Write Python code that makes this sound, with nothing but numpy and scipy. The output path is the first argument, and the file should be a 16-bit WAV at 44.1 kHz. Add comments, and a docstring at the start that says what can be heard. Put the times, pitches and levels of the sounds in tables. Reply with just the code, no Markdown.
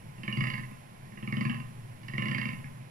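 """A fallow buck groaning in a meadow

A rutting buck groans three times, to the right of the listener. Each groan is a slow rattle:
his vocal folds slap shut again and again, and every slap rings his long throat. The rattle
speeds up, turns rough and slows again, and the ground and trees scatter it. Underneath lie
a low distant murmur of the land, a wavering hum, soft air, a thin hiss and a faint whine."""
import sys
import numpy as np
from scipy import signal
from scipy.fft import rfft, irfft, next_fast_len
from scipy.io import wavfile
from scipy.ndimage import map_coordinates

SR = 44100
rng = np.random.default_rng(int(sys.argv[2]) if len(sys.argv) > 2 else 0)


def unload_wav(signal):
    """Save mono or channel-first audio to the path in sys.argv[1] as 16-bit WAV at rate SR, clipped to [-1, 1]."""
    wavfile.write(
        sys.argv[1],
        SR,
        np.round(np.clip(np.atleast_2d(signal).T, -1, 1) * 32767).astype(np.int16),
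    )


N = 127890
PULSE_TIME = np.arange(int(SR * .12)) / SR  # seconds within one throat pulse
BOOM_WINDOW_S, RASP_WINDOW_S = .025, .012  # lengths that set the energy of low and high pulses
THROAT_SCATTER = .013  # pitches stray by about this fraction from pulse to pulse

# Left-right balance of the buck, the murmur and the hum: pitch_hz, left_minus_right_db
BALANCE = [(60, 10), (99, -2), (160, 1.5), (270, 1.5), (450, -3.5), (740, -9), (1220, -12.5), (2010, -9),
           (3330, -6.5), (5500, -3.5), (9080, -2), (15000, -6)]


def amp(db):
    """Turn decibels into a gain."""
    return 10 ** (np.asarray(db) / 20)


def along(points, hz):
    """Read a value between rows of pitch_hz, value, on a logarithmic pitch scale."""
    pitches, values = np.transpose(points)
    return np.interp(np.log(hz + 1), np.log(pitches + 1), values)


def level(rows):
    """A gain for every sample, from rows of time_s, level_db."""
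    return amp(np.interp(np.arange(N) / SR, *np.transpose(rows)))


def decay(t, fade_s):
    """A fade that falls by 60 dB in fade_s seconds."""
    return np.exp(-np.log(1000) * t / fade_s)


def filtered(x, response):
    """Weight each frequency of x by response(hz)."""
    length = x.shape[-1]
    padded = next_fast_len(length + 8192)
    return irfft(rfft(x, padded) * response(np.fft.rfftfreq(padded, 1 / SR)), padded)[..., :length]


def band(x, low_hz, high_hz, order):
    """Keep what lies between two frequencies."""
    return signal.sosfilt(signal.butter(order, [low_hz, high_hz], "band", fs=SR, output="sos"), x)


def noise(spectrum, size):
    """Noise of average power 1, shaped by rows of pitch_hz, level_db."""
    shaped = filtered(rng.standard_normal(size), lambda hz: amp(along(spectrum, hz)))
    return shaped / np.sqrt(np.mean(shaped ** 2) + 1e-20)


def sized(x, db, window_s=RASP_WINDOW_S):
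    """Give a pulse the energy of a steady sound of this level and length."""
    return amp(db) * x * np.sqrt(window_s * SR / np.sum(x ** 2))


def widen(pair, spread):
    """Mix two unrelated signals into a left and right; less spread makes them more alike."""
    return (pair[0] + spread * np.array([pair[1], -pair[1]])) / np.hypot(1, spread)


def place(x, balance):
    """Sound from the right reaches the left ear later; balance shares each pitch between the ears."""
    # How much later the left ear hears it: pitch_hz, delay_s
    left_lag = [(60, .0004), (130, .00055), (215, .0008), (540, .0007), (1030, .00046), (2200, .00039)]
    side = np.array([[.5], [-.5]])
    def response(hz):
        gain = amp(side * along(balance, hz))
        delay = np.exp(-2j * np.pi * hz * side * along(left_lag, hz))
        return gain / np.sqrt(np.mean(gain ** 2, 0)) * delay
    return filtered(x, response)


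def murmur():
    """The distant land: low noise that swells and sinks."""
    # Tone of the murmur: pitch_hz, level_db
    spectrum = [(20, -1), (40, -16), (65, -11), (85, -7.5), (110, -0.5), (135, 6), (170, -3), (235, -7.5),
                (285, -17), (400, -23.5), (900, -49.5)]
    # Its rise and fall: time_s, level_db
    loudness = [(0, -47), (.3, -50), (.6, -42), (.73, -49), (.86, -52.5), (1.0, -49), (1.3, -48.5),
                (1.62, -47), (1.78, -48), (2.0, -47.5), (2.6, -44.5), (2.8, -47), (2.9, -56)]
    return place(level(loudness) * widen(noise(spectrum, size=(2, N)), spread=0.089), BALANCE)


def hum(pitch_hz=119.2):
    """A low tone that comes and goes, wavering slightly in pitch."""
    # Its rise and fall: time_s, level_db
    loudness = [(0, -63), (.4, -41), (.9, -62.5), (1.35, -79), (1.58, -41), (1.74, -49), (1.9, -45),
                (2.1, -59), (2.9, -58)]
    # A smooth curve through ten random values a second.
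    waver = map_coordinates(rng.standard_normal(40), [np.arange(N) * 10 / SR])
    cycles = np.cumsum(pitch_hz * (1 + 0.017 * waver)) / SR
    return place(level(loudness) * np.sqrt(2) * np.sin(2 * np.pi * cycles), BALANCE)


def air():
    """Soft air: steady noise, mostly in the middle pitches."""
    # Tone of the air: pitch_hz, level_db
    spectrum = [(200, -11), (350, -2), (460, -3.5), (600, -1.5), (720, -3.5), (870, 0), (950, -7.5),
                (1030, 1.5), (1150, -9), (1450, -8), (2100, -5.5), (2800, -11), (3600, -17), (5000, -22),
                (8000, -30.5), (11000, -48)]
    # Where it sits: pitch_hz, left_minus_right_db
    balance = [(350, 5), (600, -6.5), (2000, -9), (3500, -5), (5000, -14.5), (8000, -9.5)]
    return place(amp(-55.5) * widen(noise(spectrum, size=(2, N)), spread=0.54), balance)


def hiss():
    """Thin, high noise that gently swells and fades."""
    # Tone of the hiss: pitch_hz, level_db
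    spectrum = [(4500, -13.5), (6500, -11), (7400, -11.5), (8600, -15.5), (9500, -4), (10900, -4),
                (12400, -9.5), (13700, -36), (15500, -37)]
    # Its rise and fall: time_s, level_db
    loudness = [(0, -64.5), (.13, -65.5), (.45, -60), (.7, -62), (.87, -66), (1.15, -65), (1.45, -61),
                (1.7, -64), (2.0, -65.5), (2.25, -61), (2.52, -60.5), (2.9, -67.5)]
    # Where it sits: pitch_hz, left_minus_right_db
    balance = [(8000, 5.5), (9600, 3.5), (11000, -10), (12500, -8), (14000, 29)]
    return place(level(loudness) * widen(noise(spectrum, size=(2, N)), spread=0.66), balance)


def whine(pitch_hz=5400, level_db=-82):
    """A faint, steady high tone, the same in both ears."""
    return amp(level_db) * np.sqrt(2) * np.sin(2 * np.pi * pitch_hz * np.arange(N) / SR)


def slap(rate_hz, calm_rate_hz=23.8):
    """One slap of the vocal folds and its puff of air; a fast rattle makes it longer and rougher."""
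    haste_hz = max(rate_hz - calm_rate_hz, 0)
    rough_db = -1.5 + 0.44 * haste_hz
    puff = rng.standard_normal(len(PULSE_TIME)) * decay(PULSE_TIME, fade_s=.018 + .0016 * haste_hz)
    push = (PULSE_TIME == 0) + amp(rough_db) * puff / np.linalg.norm(puff)
    # The folds part raggedly, so a weaker slap follows.
    second_slap_s = rng.uniform(.003, .006)
    push[int(second_slap_s * SR)] += amp(rough_db - 5.5)
    return push


def ring(tones, tuning, scatter):
    """Throat tones struck once; tuning multiplies their pitches and scatter detunes them at random."""
    hz, db, fade_s = np.transpose(tones)[:, :, None]
    detune, strength = rng.standard_normal((2, len(tones), 1))
    sign = (-1) ** np.arange(len(tones))[:, None]
    waves = sign * np.sin(2 * np.pi * hz * tuning * (1 + scatter * detune) * PULSE_TIME)
    return np.sum(waves * amp(db + 3 * strength) * decay(PULSE_TIME, fade_s), 0)


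def boom(level_db, late_s):
    """The deepest ring of the throat, which climbs in pitch as the groan goes on."""
    # Low throat tones: base_pitch_hz, relative_db, fade_s
    tones = [(137, 0, 0.066), (166.5, -8, 0.063), (221.3, 3, 0.1)]
    return sized(ring(tones, 1 + 0.24 * late_s, THROAT_SCATTER), level_db, BOOM_WINDOW_S)


def hollow_ring(level_db, late_s, fade_db_per_s=27.5):
    """A hollow ring just above the boom, strongest early in the groan."""
    # Hollow throat tones: base_pitch_hz, relative_db, fade_s
    tones = [(315, -15, 0.076), (365.3, 7, 0.13)]
    return sized(ring(tones, tuning=0.94, scatter=0), level_db - fade_db_per_s * late_s, BOOM_WINDOW_S)


def rasp(push, rasp_db, edge_db, snap_db, late_s):
    """A slap rings three groups of high tones, which sink as the throat lengthens."""
    # The rasp, its bright edge and its high snap, each: base_pitch_hz, relative_db, fade_s
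    rasp_tones = [(1795, 2.5, 0.019), (1987, 0, 0.018), (2193, -0.5, 0.02)]
    edge_tones = [(2600, -7.5, 0.019), (2785, 2.5, 0.018), (3028, -2, 0.013)]
    snap_tones = [(4380, -4, 0.0073), (4780, 3, 0.011), (5810, -3.5, 0.0064)]
    out = np.zeros(len(PULSE_TIME))
    for tones, low_hz, high_hz, level_db in ((rasp_tones, 1746, 2610, rasp_db),
                                             (edge_tones, 1980, 3220, edge_db),
                                             (snap_tones, 3500, 5400, snap_db)):
        throat = ring(tones, 1 - 0.025 * late_s, THROAT_SCATTER)
        struck = signal.fftconvolve(push, throat)[:len(PULSE_TIME)]
        out += sized(band(struck, low_hz, high_hz, order=2), level_db)
    return out


def lingering_ring(push, level_db, tuning, late_s, grow_db_per_s=17):
    """Clear throat tones that ring on after a slap and stand out more as the groan goes on."""
    # Long-ringing tones: base_pitch_hz, relative_db, fade_s
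    tones = [(1766, 0, 0.07), (1889, 7, 0.082), (2240, 1, 0.067), (2590, -7.5, 0.16), (2720, 2.5, 0.14)]
    struck = signal.fftconvolve(push, ring(tones, tuning, scatter=0))[:len(PULSE_TIME)]
    return sized(struck, level_db + grow_db_per_s * late_s)


def vowel(level_db, tuning):
    """The throat's middle tones make a hollow vowel, nearly the same from pulse to pulse."""
    # Vowel tones: base_pitch_hz, relative_db, fade_s
    tones = [(533.5, -2.5, 0.12), (615.5, -6, 0.093), (820, -9.5, 0.071), (1039, 1.5, .19), (1127, 1, 0.06),
             (1257, 0.5, 0.068), (1378, -1.5, 0.026)]
    return sized(ring(tones, tuning, scatter=0.0029), level_db)


def crack(level_db):
    """The short, bright burst of noise that starts a hard pulse."""
    # Tone of the crack: pitch_hz, level_db
    spectrum = [(2000, -18), (3500, 7), (4800, -2), (5700, -4.5), (6400, -23), (7600, -10), (9000, -16)]
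    return sized(noise(spectrum, len(PULSE_TIME)) * decay(PULSE_TIME, fade_s=0.017), level_db)


def breath(level_db):
    """Air rushes through the throat with each pulse."""
    # Tone of the rushing air: pitch_hz, level_db
    spectrum = [(1500, -37), (3300, 10.5), (3900, 7), (5500, -6), (6400, -11.5), (7600, -6), (8700, -20),
                (12000, -28)]
    return sized(noise(spectrum, len(PULSE_TIME)) * decay(PULSE_TIME, fade_s=0.082), level_db)


def groan(speeds, strengths):
    """The folds slap once a cycle and ring the throat; returns the boom and the sound above it."""
    speed_times, rates_hz = np.transpose(speeds)
    strength_times, *levels = np.transpose(strengths)
    t = np.arange(speed_times[0], speed_times[-1], 1 / SR)
    cycles = np.cumsum(np.interp(t, speed_times, rates_hz)) / SR
    pulse_starts = np.interp(np.arange(int(cycles[-1]) + 1), cycles, t)
    out = np.zeros((2, N + SR))
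    for start_s in pulse_starts:
        boom_db, rasp_db, edge_db, snap_db = (np.interp(start_s, strength_times, db) for db in levels)
        effort_db = (rasp_db + edge_db) / 2
        late_s = start_s - speed_times[0] - 0.21  # negative early in the groan, positive later
        tuning = 1 - 0.062 * late_s  # the throat lengthens, so its tones sink
        push = slap(np.interp(start_s, speed_times, rates_hz))
        low = boom(boom_db - 1, late_s)
        upper = hollow_ring(boom_db - 19, late_s)
        upper += rasp(push, rasp_db - 1, edge_db - 0.5, snap_db - 2, late_s)
        upper += lingering_ring(push, effort_db - 6, tuning, late_s)
        upper += vowel((boom_db + effort_db) / 2 - 10, tuning)
        upper += crack(snap_db - 6)
        upper += breath(effort_db - 18)
        first = round(start_s * SR)
        out[:, first:first + len(PULSE_TIME)] += [low, upper]
    return out[:, :N]


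def echoed(x, echo_db, spread, rise_s=0.0055):
    """Add the short tail of sound that the ground and trees scatter back."""
    # How long the echo lasts: pitch_hz, fade_s
    fade_times = [(120, 0.41), (250, 0.28), (1000, 0.67), (2200, 0.27), (3200, 0.35), (5000, 0.23)]
    hz, t, spectra = signal.stft(rng.standard_normal((2, SR // 2)), SR, nperseg=256)
    envelope = decay(t, along(fade_times, hz)[:, None]) * (1 - np.exp(-t / rise_s))
    tail = widen(signal.istft(spectra * envelope, SR)[1], spread)
    tail /= np.linalg.norm(tail[0])
    return x + amp(echo_db) * signal.fftconvolve(x[None], tail, axes=1)[:, :N]


def buck():
    """Three groans from the right, starting about a second apart, with their echo."""
    # Speed of the rattle in each groan: time_s, pulses_per_s
    speed_1 = [(0.181, 17.48), (0.279, 23.58), (0.325, 18.71), (0.406, 30.87), (0.47, 33.04),
               (0.634, 15.36), (0.723, 9.36)]
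    speed_2 = [(1.067, 19.64), (1.172, 18.02), (1.226, 20.23), (1.324, 20.32), (1.368, 25.23),
               (1.543, 20.39), (1.61, 14.22)]
    speed_3 = [(2.032, 20.3), (2.11, 18.4), (2.18, 24.2), (2.222, 24.44), (2.256, 35.14), (2.28, 35.5),
               (2.36, 27), (2.395, 32.5), (2.43, 23.8), (2.454, 25.48), (2.485, 34.27), (2.531, 12.34),
               (2.584, 23.09), (2.651, 11.74)]
    # Strength of the parts of each groan: time_s, boom_db, rasp_db, edge_db, snap_db
    strength_1 = [(0.181, -43.5, -59, -59.5, -75), (0.233, -39, -45, -44.5, -61.5),
                  (0.279, -31, -32.5, -41.5, -72), (0.325, -34.5, -54, -34, -57),
                  (0.371, -26.5, -38, -40.5, -52.5), (0.406, -27.5, -31.5, -39.5, -54),
                  (0.5, -40, -36, -39, -53.5), (0.537, -34, -34, -44.5, -54.5),
                  (0.63, -54, -46.5, -58, -68), (0.713, -41, -55, -67, -81)]
    strength_2 = [(1.067, -50, -61.5, -80, -75), (1.173, -42, -47.5, -56.5, -81),
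                  (1.228, -33.5, -48, -49, -73), (1.325, -27, -33.5, -48.5, -55.5),
                  (1.368, -26, -43.5, -41.5, -59.5), (1.409, -24, -36, -45.5, -53),
                  (1.497, -27.5, -37.5, -37, -66), (1.543, -40.5, -42.5, -52, -62),
                  (1.6, -39.5, -52, -48.5, -69)]
    strength_3 = [(2.032, -47, -56.5, -62, -66), (2.083, -41.5, -41.5, -47, -57.5),
                  (2.136, -33.5, -37.5, -50.5, -61), (2.18, -28.5, -32, -39, -65),
                  (2.283, -30, -36.5, -40, -55), (2.346, -29.5, -31.5, -42.5, -54),
                  (2.383, -29.5, -33, -46, -48), (2.412, -31, -34.5, -38, -55.5),
                  (2.485, -33.5, -38, -44, -56.5), (2.584, -44, -55, -60, -73), (2.64, -43, -46, -68, -72)]
    low, upper = groan(speed_1, strength_1) + groan(speed_2, strength_2) + groan(speed_3, strength_3)
    low = echoed(band(low, low_hz=109.6, high_hz=223.3, order=3), echo_db=-5, spread=0.45)
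    upper = echoed(band(upper, low_hz=248, high_hz=10400, order=4), echo_db=-3, spread=0.31)
    return place(low + upper, BALANCE)


def scene():
    """The buck over the quiet sounds of the meadow."""
    return buck() + murmur() + hum() + air() + hiss() + whine()


def record(dry, top_hz=15650):
    """Cut away the very highest treble."""
    return filtered(dry, lambda hz: hz < top_hz)


dry = scene()
out = record(dry)
unload_wav(out)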